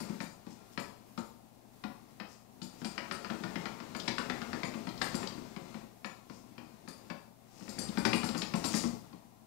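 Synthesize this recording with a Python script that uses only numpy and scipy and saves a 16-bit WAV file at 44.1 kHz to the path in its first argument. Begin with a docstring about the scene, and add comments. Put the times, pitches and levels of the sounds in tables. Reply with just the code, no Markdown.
"""The plastic chute of a snow blower, swung to and fro by its hand crank on a wooden floor in a quiet room.
Gear teeth catch and slip: each blow snaps, rings the chute and thumps the hollow housing. The loose steel
crank rod chatters in its guide and the chute scrapes on its collar. The machine is on the left
microphone; little but bass reaches the right."""
import sys
import numpy as np
from scipy import signal
from scipy.fft import rfft, irfft
from scipy.io import wavfile
from scipy.ndimage import uniform_filter1d

SR = 44100
rng = np.random.default_rng(int(sys.argv[2]) if len(sys.argv) > 2 else 0)


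def pcm_store(signal):
    """Save signal as 16-bit PCM."""
    levels = np.round(np.clip(np.atleast_2d(signal), -1, 1) * 32767)
    wavfile.write(sys.argv[1], SR, levels.astype(np.int16).T)


N = 417186
T = np.arange(int(.6 * SR)) / SR  # time axis of one blow or room tail [s]

# a gear tooth catches: (time [s], knock strength [dB], thump strength [dB], knock pitch [Hz])
TOOTH_BLOWS = [(.0024, -46, -40.5, 1220), (.096, -52, -35.5, 1210), (0.2034, -39.5, -41, 2440),
               (.466, -54.5, -44, 990), (0.7756, -35.5, -38.5, 1260), (1.1766, -41, -35.5, 1410),
               (1.8381, -41.5, -38, 1460), (2.1996, -42, -44.5, 1450), (2.617, -54.5, -42, 1750),
               (2.816, -50.5, -39.5, 1470), (2.8456, -43, -39, 2350), (2.979, -35, -45, 1930),
               (3.1115, -35, -43, 1450), (3.246, -40, -48, 1410), (3.3002, -39, -37, 1390),
               (3.4362, -39, -38.5, 1450), (3.5568, -38, -38, 1900), (3.6559, -37, -41.5, 1300),
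               (3.8021, -46.5, -46.5, 1350), (3.9486, -40, -42, 1750), (4.0782, -33.5, -36, 1990),
               (4.1822, -32, -39, 1380), (4.2985, -33.5, -37.5, 1800), (4.417, -40, -46, 1460),
               (4.5308, -37.5, -39, 1810), (4.6325, -35, -40, 2100), (4.7387, -46.5, -40.5, 970),
               (4.8703, -43, -37, 970), (5.015, -30, -39, 1800), (5.1435, -42.5, -34.5, 1770),
               (5.2296, -41, -41, 1040), (5.3772, -54, -41.5, 1000), (5.5633, -46.5, -43, 1290),
               (5.744, -49, -43, 1060), (6.0455, -38.5, -43.5, 1740), (6.2982, -50.5, -46, 1060),
               (6.58, -49, -47.5, 1000), (6.8764, -48.5, -47.5, 1010), (7.1005, -41, -41.5, 1400),
               (7.6081, -57.5, -46, 1040), (7.6798, -49.5, -44.5, 1090), (7.7826, -47.5, -38.5, 1820),
               (7.8866, -77, -36.5, 1100), (7.9728, -36, -29, 1460), (8.0512, -27.5, -27.5, 1940),
               (8.1307, -28, -30.5, 2640), (8.2317, -37, -32.5, 1200), (8.2895, -44, -36.5, 1020),
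               (8.348, -39.5, -35.5, 1090), (8.4189, -39, -42, 2370), (8.538, -36.5, -29.5, 1080),
               (8.6422, -37.5, -33.5, 1080), (8.739, -37.5, -30.5, 1780), (8.8376, -42, -29.5, 1100),
               (9.1285, -56, -48, 970)]


def undb(db):
    """Decibels to gain."""
    return 10 ** (np.asarray(db) / 20)


def fade(t60):
    """An exponential decay, 60 dB down after t60 seconds."""
    return np.exp(-np.log(1000) * T / t60)


def at(points, hz):
    """Read a table on a log-frequency axis."""
    f, value = np.transpose(points)
    return np.interp(np.log(np.maximum(hz, 1)), np.log(f), value)


def colour(x, points):
    """Minimum-phase filter with the spectrum (frequency [Hz], level [dB])."""
    size = 2048
    cepstrum = irfft(np.log(undb(at(points, np.arange(size // 2 + 1) * SR / size))))
    cepstrum[1:size // 2] *= 2
    cepstrum[size // 2 + 1:] = 0
    return signal.fftconvolve(x, irfft(np.exp(rfft(cepstrum))))[:len(x)]


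def unit(x):
    """Scale to rms 1."""
    return x / np.sqrt(np.mean(x ** 2) + 1e-18)


def add(track, s, sound):
    """Mix a sound in at time s."""
    i = int(np.clip(s * SR, 0, N - 1))
    track[i:i + len(sound)] += sound[:N - i]


def strike(x, db):
    """Set the rms level of the first 30 ms."""
    head = x[:int(.03 * SR)]
    return x * undb(db) / np.sqrt(np.mean(head ** 2))


def ring(modes, detune):
    """Damped modes; each contact point weights and bends them a little differently."""
    hz, db, t60 = np.transpose(modes)[:, :, None]
    bend, weight = rng.standard_normal((2, len(modes), 1))
    sign = rng.choice([-1, 1], (len(modes), 1))
    tones = np.sin(2 * np.pi * hz * (1 + detune * bend) * T)
    return np.sum(sign * undb(db + 2 * weight) * fade(t60) * tones, axis=0)


def burst(points, t60):
    """Many dense modes struck at once: decaying coloured noise."""
    return unit(colour(rng.standard_normal(len(T)) * fade(t60), points))


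def grains(rate, spread_db):
    """Stick-slip impulses of uneven size, on average `rate` a second."""
    slips = rng.random(N) < rate / SR
    return slips * rng.choice([-1, 1], N) * undb(spread_db * np.minimum(rng.exponential(size=N), 4))


def reverb(build_s):
    """Wall reflections that build up and die away, band by band; unit energy."""
    # the room's decay: (frequency [Hz], t60 [s])
    room_decay = [(100, 0.5), (260, 0.35), (700, 0.62), (1800, 0.39), (5000, 0.48), (9000, 0.43),
                  (15000, 0.2)]
    centres, t60s = np.transpose(room_decay)
    noise = rfft(rng.standard_normal(len(T)))
    hz = np.arange(len(noise)) * SR / len(T)
    tail = np.zeros(len(T))
    for share, t60 in zip(np.eye(len(centres)), t60s):
        band = at(list(zip(centres, share)), hz)
        tail += irfft(noise * band, len(T)) * fade(t60)
    tail *= 1 - np.exp(-(T / build_s) ** 2)
    return tail / np.sqrt(np.sum(tail ** 2))


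def in_room(x, tail, wet_db):
    """What reaches the microphone: direct sound plus the walls' reflections."""
    return x + undb(wet_db) * signal.fftconvolve(x, tail)[:len(x)]


def room_tone(hum_hz=117.7):
    """Soft room air with a mains hum."""
    # air of the quiet room: (frequency [Hz], level [dB])
    air_spectrum = [(20, -17), (80, -14), (130, -15), (220, 5), (300, -10), (500, -11.5), (720, -3.5),
                    (1100, -12), (1600, -39), (4000, -32), (16000, -33)]
    air = unit(colour(rng.standard_normal(N), air_spectrum))
    hum = np.sin(2 * np.pi * hum_hz * np.arange(N) / SR)
    return undb(-59.5) * air + undb(-61) * hum


def floorboards():
    """The housing passes every thump on to the boards under it, which boom faintly."""
    # boom of the wooden floor: (frequency [Hz], level [dB])
    boom_spectrum = [(20, -17), (46, -2.5), (65, -4.5), (90, -1.5), (130, -20), (300, -29)]
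    out = np.zeros(N)
    for s, _, thump_db, _ in TOOTH_BLOWS:
        boom = burst(boom_spectrum, t60=1)
        add(out, s, boom / np.max(np.abs(boom)) * undb(thump_db - 15.5))
    return out


def rim_scuffs(peak_share=0.48):
    """The chute's rim rubs dryly for a moment: fine slips swell and fade."""
    # the rim catches: (time [s], length [s], level [dB])
    scuffs = [(0.462, 0.11, -57.5), (.715, 0.039, -57.5), (2.25, .14, -57.5), (2.772, 0.076, -56),
              (5.124, 0.063, -47), (6.26, 0.19, -59.5), (7.456, 0.41, -55.5), (8.611, 0.3, -39)]
    # dry rubbing: (frequency [Hz], level [dB])
    scuff_spectrum = [(1000, -27), (2200, -6), (4000, -6), (5200, 3), (7000, -1.5), (9000, -7.5),
                      (12000, -22), (16000, -15)]
    t = np.arange(N) / SR
    swell = sum(undb(db) * np.interp(t - s, [0, peak_share * length, length], [0, 1, 0])
                for s, length, db in scuffs)
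    slips = unit(colour(grains(rate=2500, spread_db=4), scuff_spectrum))
    return in_room(swell * slips, reverb(build_s=0.0067), wet_db=-4.5)


def collar_scrape(steady_drag_db=-50):
    """Plastic drags on plastic: fine slips grind and hiss, coarse ones shake the housing."""
    # how hard the chute drags round its collar: (time [s], level [dB])
    drag = [(0, -47.5), (.17, -52.5), (.32, -67), (.6, -61.5), (1.5, -71), (2.1, -65), (2.52, -69),
            (2.95, -53.5), (3.55, -48), (3.92, -52), (4.19, -47.5), (4.62, -47.5), (4.95, -52), (5.2, -43),
            (5.45, -53.5), (5.8, -54.5), (5.95, -67.5), (6.3, -65), (7.11, -60), (7.35, -74.5), (7.8, -49),
            (8.18, -46.5), (8.47, -51.5), (8.78, -44), (9.0, -60), (9.46, -74)]
    # the scrape's three voices: (frequency [Hz], level [dB])
    grind_spectrum = [(200, -13), (400, 8), (700, 6), (1300, 0.5), (2300, -3), (3300, 4), (5000, -3.5),
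                      (9000, -34.5)]
    hiss_spectrum = [(1500, -31.5), (3200, 10.5), (5200, 6.5), (7000, 0), (9000, -8), (12000, -26),
                     (16000, -16.5)]
    rumble_spectrum = [(20, -41), (45, -16.5), (65, -23.5), (100, -8), (150, -7), (200, -2.5), (240, 0.5),
                       (320, -6), (450, -15.5), (900, -43)]
    drag_db = np.interp(np.arange(N) / SR, *np.transpose(drag)) - steady_drag_db
    slips = in_room(grains(rate=700, spread_db=1.5), reverb(build_s=0.0025), wet_db=11.5)
    judder = in_room(grains(rate=160, spread_db=0.5), reverb(build_s=0.0064), wet_db=-2)
    # the rumble grows least with drag, so harder is brighter
    grind = undb(-46.5 + 0.92 * drag_db) * unit(colour(slips, grind_spectrum))
    hiss = undb(-50.5 + 0.91 * drag_db) * unit(colour(slips, hiss_spectrum))
    rumble = undb(-45 + 0.8 * drag_db) * unit(colour(judder, rumble_spectrum))
    return grind + hiss + rumble


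def crank_rod(bounces_per_s=310):
    """The steel rod bounces in its guide, ever more weakly, and rings in its bending modes."""
    # a blow shakes the rod loose: (time [s], level [dB])
    rattles = [(.0024, -45), (0.2115, -49), (0.793, -47.5), (1.1857, -53.5), (2.626, -48.5), (2.8462, -46),
               (3.1218, -46.5), (3.9633, -46.5), (4.1857, -49.5), (4.6409, -48.5), (5.0184, -41),
               (5.1497, -39.5), (6.056, -54), (6.884, -48.5), (7.6908, -45), (7.7871, -36.5), (7.981, -42),
               (8.052, -38.5), (8.14, -39), (8.2426, -40), (8.371, -39), (8.5544, -43.5), (8.6455, -34),
               (8.75, -34)]
    # bending modes: (frequency [Hz], level [dB], t60 [s])
    rod_modes = [(4575, 9.5, 0.032), (4916, 11, 0.062), (5396, -24, 0.73), (5900, -8, .1),
                 (6920, 0.5, 0.17), (6920, 2, 0.14), (7550, 4, 0.11), (8220, 1.5, 0.15), (9130, -1, 0.12),
                 (10270, -2.5, 0.061), (11130, -12, 0.23), (11190, -1.5, 0.11), (12260, -14, .12),
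                 (13400, -2.5, 0.11), (14200, -18, .08), (14650, -19, .08)]
    # the rod hits its guide: (frequency [Hz], level [dB])
    contact_spectrum = [(2000, -55), (3700, 2.5), (4800, 7), (6200, 4), (8200, 0), (9800, -2), (12000, -15),
                        (14500, -15), (16000, -25)]
    out = np.zeros(N)
    for s, db in rattles:
        contacts = rng.random(len(T)) < bounces_per_s / SR
        bounces = contacts * rng.standard_normal(len(T)) * fade(t60=.13)
        bounces[0] = 0.69  # the first hit
        steel = unit(ring(rod_modes, detune=0.00067)) + undb(-3) * burst(contact_spectrum, t60=0.028)
        chatter = signal.fftconvolve(bounces, steel)[:len(T)]
        add(out, s, strike(in_room(chatter, reverb(build_s=0.0034), wet_db=-1.5), db))
    return out


def tooth_snap(tail):
    """A tooth snaps and rebounds once, heard with the room."""
    # the bright snap: (frequency [Hz], level [dB])
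    snap_spectrum = [(1200, -38), (2300, -5), (3200, 5.5), (4000, 8), (5100, 8.5), (6200, -6), (8500, -12),
                     (11000, -31), (16000, -49)]
    snap = burst(snap_spectrum, t60=0.042)
    rebound = np.roll(snap, int(SR * rng.uniform(0.0033, .011)))
    return in_room(snap + undb(-10) * rebound, tail, wet_db=-4)


def slipping_teeth():
    """A tooth that slips off adds a bright snap, alone or on top of a blow."""
    # a tooth tip slips: (time [s], level [dB])
    clicks = [(2.617, -46.5), (2.8458, -43), (3.9985, -40.5), (4.079, -33.5), (4.8896, -47), (4.977, -50),
              (5.016, -36), (5.273, -40), (7.887, -49), (8.0519, -33.5), (8.132, -39.5), (8.2894, -42.5),
              (8.4179, -36), (8.6401, -38.5)]
    out = np.zeros(N)
    for s, db in clicks:
        add(out, s, strike(tooth_snap(reverb(build_s=0.0026)), db))
    return out


def housing_thump(tail):
    """The heavy, hollow housing answers a blow late and low."""
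    # housing modes: (frequency [Hz], level [dB], t60 [s])
    housing_modes = [(117.9, -21.5, 0.24), (174.5, -4, 0.093), (192.2, 4, 0.074), (225.2, -3.5, 0.14),
                     (243.5, -1.5, 0.1), (301.8, -7.5, 0.11), (340, -2.5, 0.07)]
    rise = 1 - np.exp(-(T / 0.0081) ** 2)
    return in_room(ring(housing_modes, detune=0.027) * rise, tail, wet_db=-3.5)


def side_panels(tail):
    """The shaken side panels ring in the midrange."""
    # panel modes: (frequency [Hz], level [dB], t60 [s])
    panel_modes = [(437, 10, 0.029), (550, 4.5, 0.11), (609, -5, 0.07), (688, -12, 0.13), (760, -4, 0.063),
                   (893, 1, 0.06)]
    # their dense crack: (frequency [Hz], level [dB])
    crack_spectrum = [(200, -29.5), (380, 3.5), (600, 2), (900, 2), (1200, -16), (2500, -51)]
    panels = unit(ring(panel_modes, detune=0.014)) + undb(3.5) * burst(crack_spectrum, t60=0.079)
    rise = 1 - np.exp(-T / 0.0084)
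    return in_room(panels * rise, tail, wet_db=-2)


def chute_knock(hz, tail, lift_db=5, width_ratio=1.43):
    """The chute cracks, rings and rocks back; the point of contact favours the region round hz."""
    # chute modes: (frequency [Hz], level [dB], t60 [s])
    chute_modes = [(1012, -1.5, 0.12), (1122, -1, 0.078), (1234, -4, 0.071), (1307, 2.5, 0.029),
                   (1406, 8, 0.023), (1523, -5.5, 0.044), (1782, -1.5, 0.053), (1933, -31.5, 0.14),
                   (2155, -11, 0.064), (2354, 6, 0.029), (2510, 2, 0.038)]
    # crack of the plastic: (frequency [Hz], level [dB])
    crack_spectrum = [(500, -36.5), (950, 1.5), (1400, -0.5), (1620, -2), (1900, 2.5), (2500, -4),
                      (3100, -5.5), (6000, -52)]
    knock = unit(ring(chute_modes, detune=0.018)) + undb(1.5) * burst(crack_spectrum, t60=0.035)
    rock_back = np.roll(burst(crack_spectrum, t60=0.055), int(SR * rng.uniform(.006, .02)))
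    contact_lift = [(hz / width_ratio, 0), (hz, lift_db), (hz * width_ratio, 0)]
    return in_room(colour(knock + undb(-12) * rock_back, contact_lift), tail, wet_db=-1.5)


def catching_teeth():
    """Each gear tooth snaps as it catches, the chute and panels ring, and the housing follows."""
    out = np.zeros(N)
    for s, knock_db, thump_db, hz in TOOTH_BLOWS:
        tail = reverb(build_s=0.0049)  # the chute turns, so its echoes keep changing
        shake_db = 0.51 * knock_db + 0.49 * thump_db  # both chute and housing shake the panels
        add(out, s, strike(chute_knock(hz, tail), knock_db - .5))
        add(out, s, strike(side_panels(tail), shake_db - 4.5))
        add(out, s, strike(housing_thump(tail), thump_db + 2))
        add(out, s, strike(tooth_snap(tail), knock_db - 8.5))
    return out


def scene():
    """The machine fills the left microphone; mostly bass reaches the right, partly off the walls."""
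    # spill into the right microphone: (frequency [Hz], gain [dB])
    bass_spill = [(20, -12.5), (80, -1.5), (130, -14.5), (220, -14.5), (330, -17.5), (600, -25.5),
                  (1200, -35.5), (4000, -32), (16000, -30)]
    machine = catching_teeth() + slipping_teeth() + crank_rod() + collar_scrape() + rim_scuffs()
    left = machine + room_tone() + floorboards()
    right = in_room(colour(left, bass_spill), reverb(build_s=0.019), wet_db=-8)
    return np.array([left, right])


def record(dry):
    """Input hiss that swells a little with the sound, and a steep top cut."""
    # hiss of the microphone inputs: (frequency [Hz], level [dB])
    hiss_spectrum = [(20, 16), (130, 13), (400, 9.5), (1000, 4.5), (4000, 1), (16000, 1.5)]
    loudness = np.sqrt(np.abs(uniform_filter1d(dry[0] ** 2, SR // 4)))
    hiss_gain = undb(-69.5) + undb(-64.5) * np.tanh(loudness / undb(-37))
    hiss = np.array([unit(colour(rng.standard_normal(N), hiss_spectrum)) for _ in range(2)])
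    top_cut = signal.ellip(10, .2, 80, 15600, fs=SR, output="sos")
    return signal.sosfilt(top_cut, dry + hiss_gain * hiss)


dry = scene()
out = record(dry)
pcm_store(out)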